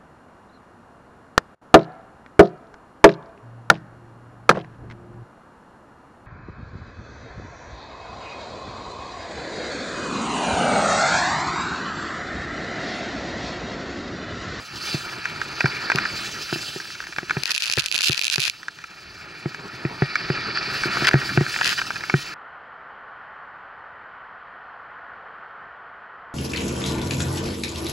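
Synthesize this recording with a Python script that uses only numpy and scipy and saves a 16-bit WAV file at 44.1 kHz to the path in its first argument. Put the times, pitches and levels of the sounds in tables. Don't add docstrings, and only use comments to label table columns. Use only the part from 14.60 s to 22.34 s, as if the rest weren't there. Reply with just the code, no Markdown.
import sys
import numpy as np
from scipy import signal
from scipy.fft import rfft, irfft
from scipy.io import wavfile
from scipy.ndimage import uniform_filter1d, minimum_filter1d

SR = 44100
rng = np.random.default_rng(int(sys.argv[2]) if len(sys.argv) > 2 else 0)


def unload_audio(sound):
    columns = np.transpose(np.atleast_2d(sound))
    steps = np.round(np.clip(columns, -1, 1) * 32767)
    wavfile.write(sys.argv[1], SR, steps.astype(np.int16))


N = 341334

# frequency in Hz, relative level in dB, t60 in seconds.
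CASE_MODES = [(970, -6.5, 0.011), (1347, 0.5, 0.013), (1622, 4.5, 0.016), (1859, 1.5, 0.014),
              (2424, -1, 0.016)]
# frequency in Hz, relative level in dB, t60 in seconds.
PORT_MODES = [(2550, -6.5, 0.0095), (3740, 3.5, 0.0018), (4610, 2, 0.0029), (6460, -3, 0.0014),
              (10530, -17, 0.0068), (13400, -21.5, 0.0023)]
# start in seconds, end in seconds,
# relative level of pellets on the ports in dB, relative level of fine snow on the case in dB.
CLOUDS = [(2.899, 3.291, -8, -37), (3.319, 3.6, -2.5, -32.5), (3.62, 3.882, -5, -38),
          (7.039, 7.098, -5, -32)]


def gain_of(db):
    return 10 ** (np.asarray(db) / 20)


def evened(x):
    return x / np.sqrt(np.mean(x ** 2) + 1e-20)


def peaked(x):
    return x / (abs(x).max() + 1e-20)


def read(points, hz):
    f, value = np.transpose(points)
    return np.interp(np.log(hz + 1), np.log(f + 1), value)


def add(mix, s, sound):
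    part = mix[:, max(round(s * SR), 0):][:, :sound.shape[-1]]
    part += sound[..., :part.shape[1]]


def times(start, end, per_s, evenness=2.3):
    at = start + (np.cumsum(rng.weibull(evenness, 128)) - 0.5) / per_s
    return at[(at >= start) & (at < end)]


def fade_db(start, end, rise_db_per_s, fall_db_per_s):
    t = np.arange(N) / SR
    return -rise_db_per_s * np.maximum(start - t, 0) - fall_db_per_s * np.maximum(t - end, 0)


def ring(modes, stretch=1, size=4096):
    t = np.arange(size) / SR
    total = np.zeros(size)
    for k, (hz, db, t60) in enumerate(modes):
        decay = gain_of(db - 60 * t / t60)
        total += (-1) ** k * decay * np.sin(2 * np.pi * hz * stretch * t)
    return peaked(total)


def rush(colour, patchy_db, flutter_db, size=512):
    # frequency in Hz, left-right likeness from 0 to 1.
    alike = [(60, 0.98), (130, 1), (290, 0.99), (640, 0.88), (1410, 0.96), (3100, 1), (6820, 0.92),
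             (15000, 1)]
    hop = size // 4
    hz, frames = np.fft.rfftfreq(size, 1 / SR), N // hop + 5
    a, b, c, d, patches = rng.standard_normal((5, frames, len(hz)))
    patches = evened(uniform_filter1d(uniform_filter1d(patches, size=14, axis=0), size=9, axis=1))
    flutter = evened(uniform_filter1d(rng.standard_normal(frames), size=6))[:, None]
    same = read(alike, hz)
    left = a + 1j * b
    right = same * left + np.sqrt(1 - same ** 2) * (c + 1j * d)
    level_db = read(colour, hz) + patchy_db * patches + flutter_db * flutter
    spectra = np.array([left, right]) * gain_of(level_db)
    noise = signal.istft(spectra.swapaxes(1, 2), nperseg=size, noverlap=size - hop)[1]
    return evened(noise[:, :N])


def wind(level_db=-55):
    # frequency in Hz, relative density in dB per Hz.
    wind_colour = [(20, 1), (75, 0), (140, -10.5), (400, -40), (1000, -70)]
    return gain_of(level_db) * rush(wind_colour, patchy_db=5.0, flutter_db=2.5, size=2048)


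def lumps():
    # time in seconds, relative peak in dB, time constant of the push in seconds.
    shoves = [(3.176, -10, .0006), (3.4971, -11, .0011), (6.54, -12.5, 0.0026)]
    out = np.zeros((2, N))
    for s, db, push_s in shoves:
        u = np.arange(2048) / SR / push_s
        add(out, s, gain_of(db) * peaked(u * (2 - u) * np.exp(-u)))
    return out


def grains(modes, per_s, spread_db, across, count):
    sizes = gain_of(spread_db * np.minimum(rng.exponential(1, (2, count)), 3))
    sizes = sizes * rng.choice([-1, 1], (2, count))
    landed = rng.random((2, count)) < per_s / SR
    hits = sizes * landed * signal.windows.tukey(count, 0.15)
    hits = hits + across * hits[::-1]
    spot = rng.integers(0, 4, count)
    total = 0
    for k, stretch in enumerate(rng.uniform(0.906, 1.119, size=4)):
        answer = ring(modes, stretch, size=512)[None]
        total = total + signal.fftconvolve(hits * (spot == k), answer, axes=1)
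    return evened(total)


def showers(port_db=6.0, case_db=-2.0, fine_db=-35.0):
    # start in seconds, length in seconds,
    # relative level on the ports in dB, relative level on the case in dB.
    clumps = [(2.854, 0.071, -31.5, -25.5), (2.996, 0.057, -29.5, -34.5), (3.182, .031, -24, -25.5),
              (3.428, 0.065, -19, -28), (3.711, 0.032, -24, -26), (3.795, 0.099, -30.5, -33.5),
              (6.438, 0.019, -49, -19), (6.468, 0.024, -24.5, -7), (7.023, 0.12, -35.5, -24.5),
              (7.175, 0.027, -48, -22)]
    # frequency in Hz, relative level in dB, t60 in seconds.
    window_modes = [(2950, 0, 0.0093), (4700, 3, 0.0044)]
    out = np.zeros((2, N))
    drizzle = [(start, end - start, db + fine_db, on_case_db) for start, end, db, on_case_db in CLOUDS]
    for start, length_s, on_port_db, on_case_db in clumps + drizzle:
        count = max(round(length_s * SR), 256)
        on_port = grains(PORT_MODES, per_s=710, spread_db=8.0, across=0.061, count=count)
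        add(out, start, gain_of(on_port_db + port_db) * on_port)
        on_case = grains(CASE_MODES + window_modes, per_s=1400, spread_db=9.5, across=0.72, count=count)
        add(out, start, gain_of(on_case_db + case_db) * on_case)
    return out


def pellets(level_db=0.5, far_db=-12.0, slosh_db=-3.0, thud=0.07, thud_s=0.00023, vary_db=2.0):
    # time in seconds, relative level in dB.
    single = [(1.3586, -7), (2.8351, 3), (2.8565, 4), (2.918, 1), (2.9494, -2), (2.9789, 6), (3.0225, 1),
              (3.1376, 0), (3.3149, -5), (3.5204, 4), (3.6145, -4), (3.7, 4.5), (3.76, 3.5), (3.8982, -2)]
    rough_per_s, spread_db = 62, 3.5
    out, t = np.zeros((2, N)), np.arange(512) / SR
    hail = []
    for start, end, db, _ in CLOUDS:
        for s in times(start, end, rough_per_s):
            hail.append((s, db + spread_db * rng.standard_normal()))
    strikes = single + hail
    sides = rng.permutation(len(strikes)) % 2
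    for (s, db), side in zip(strikes, sides):
        pitch, *colour = rng.standard_normal(1 + len(PORT_MODES))
        stretch = 1 + 0.03 * pitch
        modes = [(hz, mode_db + vary_db * c, t60) for (hz, mode_db, t60), c in zip(PORT_MODES, colour)]
        ping = ring(modes[1:], stretch, size=512)
        slosh = -gain_of(slosh_db + vary_db * colour[0]) * ring(modes[:1], stretch, size=512)
        near = ping + slosh + thud * gain_of(db) * np.exp(-t / thud_s)
        far = gain_of(far_db) * (ping + np.roll(slosh, 6))
        pair = np.array([near, far] if side > 0 else [far, near])
        add(out, s, gain_of(db + level_db) * pair)
    return out


def clack(rebound, contact_s=0.0015, chatter=0.41, gap_s=0.00468, apart=0.32, soft_hz=3600, size=1024):
    t = np.arange(size) / SR
    length_s = contact_s * rng.uniform(0.84, 1.327)
    u = t / length_s
    late = np.maximum(t - gap_s * rng.uniform(0.72, 1.26), 0) / length_s
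    contact = 2 * u * np.exp(-2 * u) + rebound * 2 * late * np.exp(-2 * late)
    scrape = rng.standard_normal(size) + apart * rng.standard_normal((2, size))
    force = 2 * chatter * contact * scrape
    force[:, np.argmax(contact)] += 1
    force = signal.sosfilt(signal.butter(2, soft_hz, fs=SR, output="sos"), force)
    answer = ring(CASE_MODES, rng.uniform(0.916, 1.058), size=size)[None]
    return peaked(signal.fftconvolve(force, answer, axes=1))


def ticks(scratch_db=-21.0, scratch_growth=0.77, scratch_s=0.0035, low_hz=2600, high_hz=6000):
    # time in seconds, relative peak in dB.
    single = [(0.654, -9.5), (0.8145, -9.5), (1.0058, -5.5), (1.056, -5), (1.2993, -4), (1.317, -6),
              (1.3844, -5.5), (1.4513, -12.5), (2.2, -19), (2.4026, -17), (2.468, -20), (2.5238, -21.5),
              (2.5619, -18), (2.5836, -9), (2.6955, -12), (2.707, -5.5), (4.0298, -23.5), (4.082, -14),
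              (4.187, -27), (4.2394, -21), (4.945, -19), (5.5549, -4.5), (5.9723, -10.5), (6.2344, -8.5),
              (6.369, -8), (6.511, -2.5), (6.5326, -5.5), (6.961, -10.5), (7.011, -5.5), (7.1271, -13),
              (7.215, -10.5), (7.304, -11.5), (7.3635, -15.5), (7.436, -14), (7.497, -7)]
    # start in seconds, end in seconds, relative peak in dB.
    chop = [(1.98, 2.65, -26), (6.55, 7.0, -15.5), (7.327, 7.47, -16)]
    rough_per_s, spread_db = 14, 1.5
    out, t = np.zeros((2, N)), np.arange(1024) / SR
    band = signal.butter(3, [low_hz, high_hz], "band", fs=SR, output="sos")
    rattles = []
    for start, end, db in chop:
        for s in times(start, end, rough_per_s):
            rattles.append((s, db + spread_db * rng.standard_normal()))
    for s, db in single + rattles:
        add(out, s, gain_of(db) * clack(rebound=0.33, contact_s=0.0012))
        noise = rng.standard_normal(len(t)) + 0.5 * rng.standard_normal((2, len(t)))
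        scratch = evened(signal.sosfilt(band, noise)) * np.exp(-t / scratch_s)
        add(out, s, gain_of(scratch_growth * db + scratch_db) * scratch)
    return out


def swing(t60, mount_hz=137.5, rise_s=0.0011):
    t = np.arange(6000) / SR
    hz = mount_hz * rng.uniform(0.97, 1.03)
    rise = 1 - np.exp(-t / rise_s)
    decay = gain_of(-60 * t / max(t60, 0.01))
    return peaked(rise * np.cos(2 * np.pi * hz * (t - rise_s)) * decay)


def knocks(flex_db=15.5, clack_db=5.0, buckle_db=-25.0, lag_s=0.0021, vary_db=2.5, rock_s=0.000063):
    # time in seconds, swing peak in dB, clack in dB relative to the swing.
    bumps = [(0.343, -18, -13), (1.042, -11.5, -10), (1.349, -18.5, -12), (1.926, -23, 3), (1.958, -32, 3),
             (2.16, -32.5, -7), (2.629, -35.5, 4), (2.767, -17.5, -1), (3.175, -18, 2), (3.495, -13, -3.5),
             (3.779, -18, -0.5), (4.857, -17.5, -7.5), (5.25, -15.5, -4.5), (5.42, -9.5, -5),
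             (5.7, -14, -3.5), (6.256, -26.5, 3), (6.421, -23.5, -15), (6.54, 0, -7.5), (6.554, -12, 1),
             (6.774, -3.5, -4), (6.809, -11.5, -12), (7.539, -7, -4)]
    # swing in dB, flex in dB relative to the swing.
    arm_share = [(-24.5, -5), (-17.5, -15.5)]
    # frequency in Hz, relative level in dB, t60 in seconds.
    arm_modes = [(360, 6.5, 0.05), (546, -15.5, 0.05), (703, 2.5, 0.017)]
    buckle_modes = [(1590, -15, 0.32), (1875, 16, 0.43)]
    full_scale_t60_s, t60_growth = 0.088, 0.17
    case, mount = np.zeros((2, 2, N))
    for s, db, case_db in bumps:
        arm_db = np.interp(db, *np.transpose(arm_share))
        arm = [(hz, mode_db + vary_db * rng.standard_normal(), t60) for hz, mode_db, t60 in arm_modes]
        add(mount, s + lag_s, gain_of(db) * swing(full_scale_t60_s * gain_of(t60_growth * db)))
        add(mount, s + lag_s / 2, -gain_of(db + arm_db + flex_db) * ring(arm, rng.uniform(0.93, 1.085)))
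        add(case, s, gain_of(db + case_db + clack_db) * clack(rebound=0.25))
        add(case, s, gain_of(db + buckle_db) * ring(buckle_modes, size=12000))
    t = np.arange(N) / SR
    return case + np.array([np.interp(t - rock_s, t, mount[0]), mount[1]])


def skis(cruise_db=-42, glide_share_db=-1.5):
    # frequency in Hz, relative density in dB per Hz.
    rumble_colour = [(20, 10), (60, -23), (125, 2), (260, -7), (360, 0), (520, -13), (1000, -6.5),
                     (1500, -19), (3000, -90)]
    glide_colour = [(200, -39), (600, -11.5), (1100, -12.5), (1320, 5.5), (1550, -0.5), (1800, 3),
                    (2020, -8), (2350, 3), (3200, -13.5), (4600, -8.5), (6300, -25), (10000, -50),
                    (16000, -71)]
    edge_colour = [(2500, -32), (3800, -9.5), (4600, 3.5), (5300, -9), (7000, -43), (10000, -60)]
    powder_colour = [(500, -20), (1300, -43), (2000, -37), (2600, 4.5), (3400, -3), (4800, 2), (6500, -6.5),
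                     (9000, -16), (10500, -17.5), (12000, -32), (13200, -16), (14500, -24), (16000, -22)]
    # time in seconds, rumble in dB.
    speed = [(0.0, -47.5), (0.46, -41), (1.05, -39), (1.42, -36), (2.1, -47), (2.55, -50), (2.78, -42.5),
             (3.0, -61), (4.12, -54.5), (4.7, -47), (5.2, -43.5), (5.7, -37), (6.2, -35), (6.48, -29.5),
             (6.68, -38), (6.9, -38), (7.15, -44), (7.74, -41)]
    # start in seconds, end in seconds, bite of the edges in dB, thrown powder in dB.
    turns = [(0.274, 0.273, -33, -29.5), (0.962, 1.43, -37.5, -46), (1.55, 1.678, -55, -34.5),
             (1.814, 2.125, -42, -34.5), (2.22, 2.32, -50, -42), (2.76, 3.86, -46, -42),
             (4.435, 4.488, -49.5, -67), (5.444, 5.55, -41.5, -60), (5.64, 6.09, -36, -70),
             (6.146, 6.216, -38, -36.5), (6.36, 6.463, -36, -34.5), (6.673, 6.714, -36.5, -35.5),
             (6.924, 7.164, -39.5, -32), (7.58, 7.59, -47, -37.5)]
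    # start in seconds, end in seconds, change in dB.
    firm = [(3.94, 6.0, -6.5)]
    laws = (-41, 0.94), (-37, 0.99), (-49, 1), (-43.5, 0.1)
    bite_db_per_s, settle_db_per_s = 128, 67

    speed_db = np.interp(np.arange(N) / SR, *np.transpose(speed)) - cruise_db
    rumble, glide, edges, powder = (gain_of(db + slope * speed_db) for db, slope in laws)
    for start, end, db in firm:
        amount = gain_of(fade_db(start, end, bite_db_per_s, bite_db_per_s))
        powder = powder * gain_of(db * amount)
    for start, end, edge_db, powder_db in turns:
        turn = gain_of(fade_db(start, end, bite_db_per_s, settle_db_per_s))
        edges = np.hypot(edges, gain_of(edge_db) * turn)
        powder = np.hypot(powder, gain_of(powder_db) * turn)
    glide = np.hypot(glide, gain_of(glide_share_db) * edges)
    out = rumble * rush(rumble_colour, patchy_db=2.0, flutter_db=2.54, size=1024)
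    out += glide * rush(glide_colour, patchy_db=1.9, flutter_db=1.6)
    out += edges * rush(edge_colour, patchy_db=1.4, flutter_db=2.5)
    out += powder * rush(powder_colour, patchy_db=2.05, flutter_db=2.0)
    return out


def through_case(x):
    # frequency in Hz, lead of the left port in radians.
    lead = [(60, 0.21), (140, -0.12), (350, -0.24), (620, -0.41), (1050, -1.4), (1300, -0.55),
            (1800, -0.58), (2600, -1.14), (3100, -0.85), (3700, 0.5), (6000, -0.064)]
    # frequency in Hz, left minus right in dB.
    balance = [(140, 0.3), (600, -1.1), (1600, 0.1), (2600, 0.2), (5000, -2.6), (9000, -1.5)]
    hz = np.fft.rfftfreq(N, 1 / SR)
    half = gain_of(read(balance, hz) / 2) * np.exp(0.5j * read(lead, hz))
    return irfft(rfft(x) * np.array([half, 1 / half]), N)


def scene():
    cased = skis() + wind() + knocks() + lumps() + showers() + ticks()
    return through_case(cased) + pellets()


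def microphones(air, low_hz=70, narrow_hz=7000):
    left, right = signal.sosfilt(signal.butter(2, low_hz, "high", fs=SR, output="sos"), air)
    mid, side = (left + right) / 2, (left - right) / 2
    hz = np.fft.rfftfreq(N, 1 / SR)
    side = irfft(rfft(side) / np.sqrt(1 + (hz / narrow_hz) ** 4), N)
    return np.array([mid + side, mid - side])


def record(dry, limit_db=-3.0, recovery_db_per_s=172.0, edge_hz=16300):
    sound = microphones(dry)
    peak_db = 20 * np.log10(abs(sound).max(0) + 1e-9)
    fall_db = np.arange(N) * recovery_db_per_s / SR
    held_db = np.maximum.accumulate(peak_db + fall_db) - fall_db
    over_db = np.maximum(held_db - limit_db, 0)
    duck_db = uniform_filter1d(minimum_filter1d(-over_db, size=24), size=24)
    ducked = sound * gain_of(duck_db)
    low_pass = signal.firwin(255, edge_hz, window=("kaiser", 9), fs=SR)
    return signal.oaconvolve(ducked, low_pass[None], "same")


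dry = scene()
out = record(dry)
unload_audio(out)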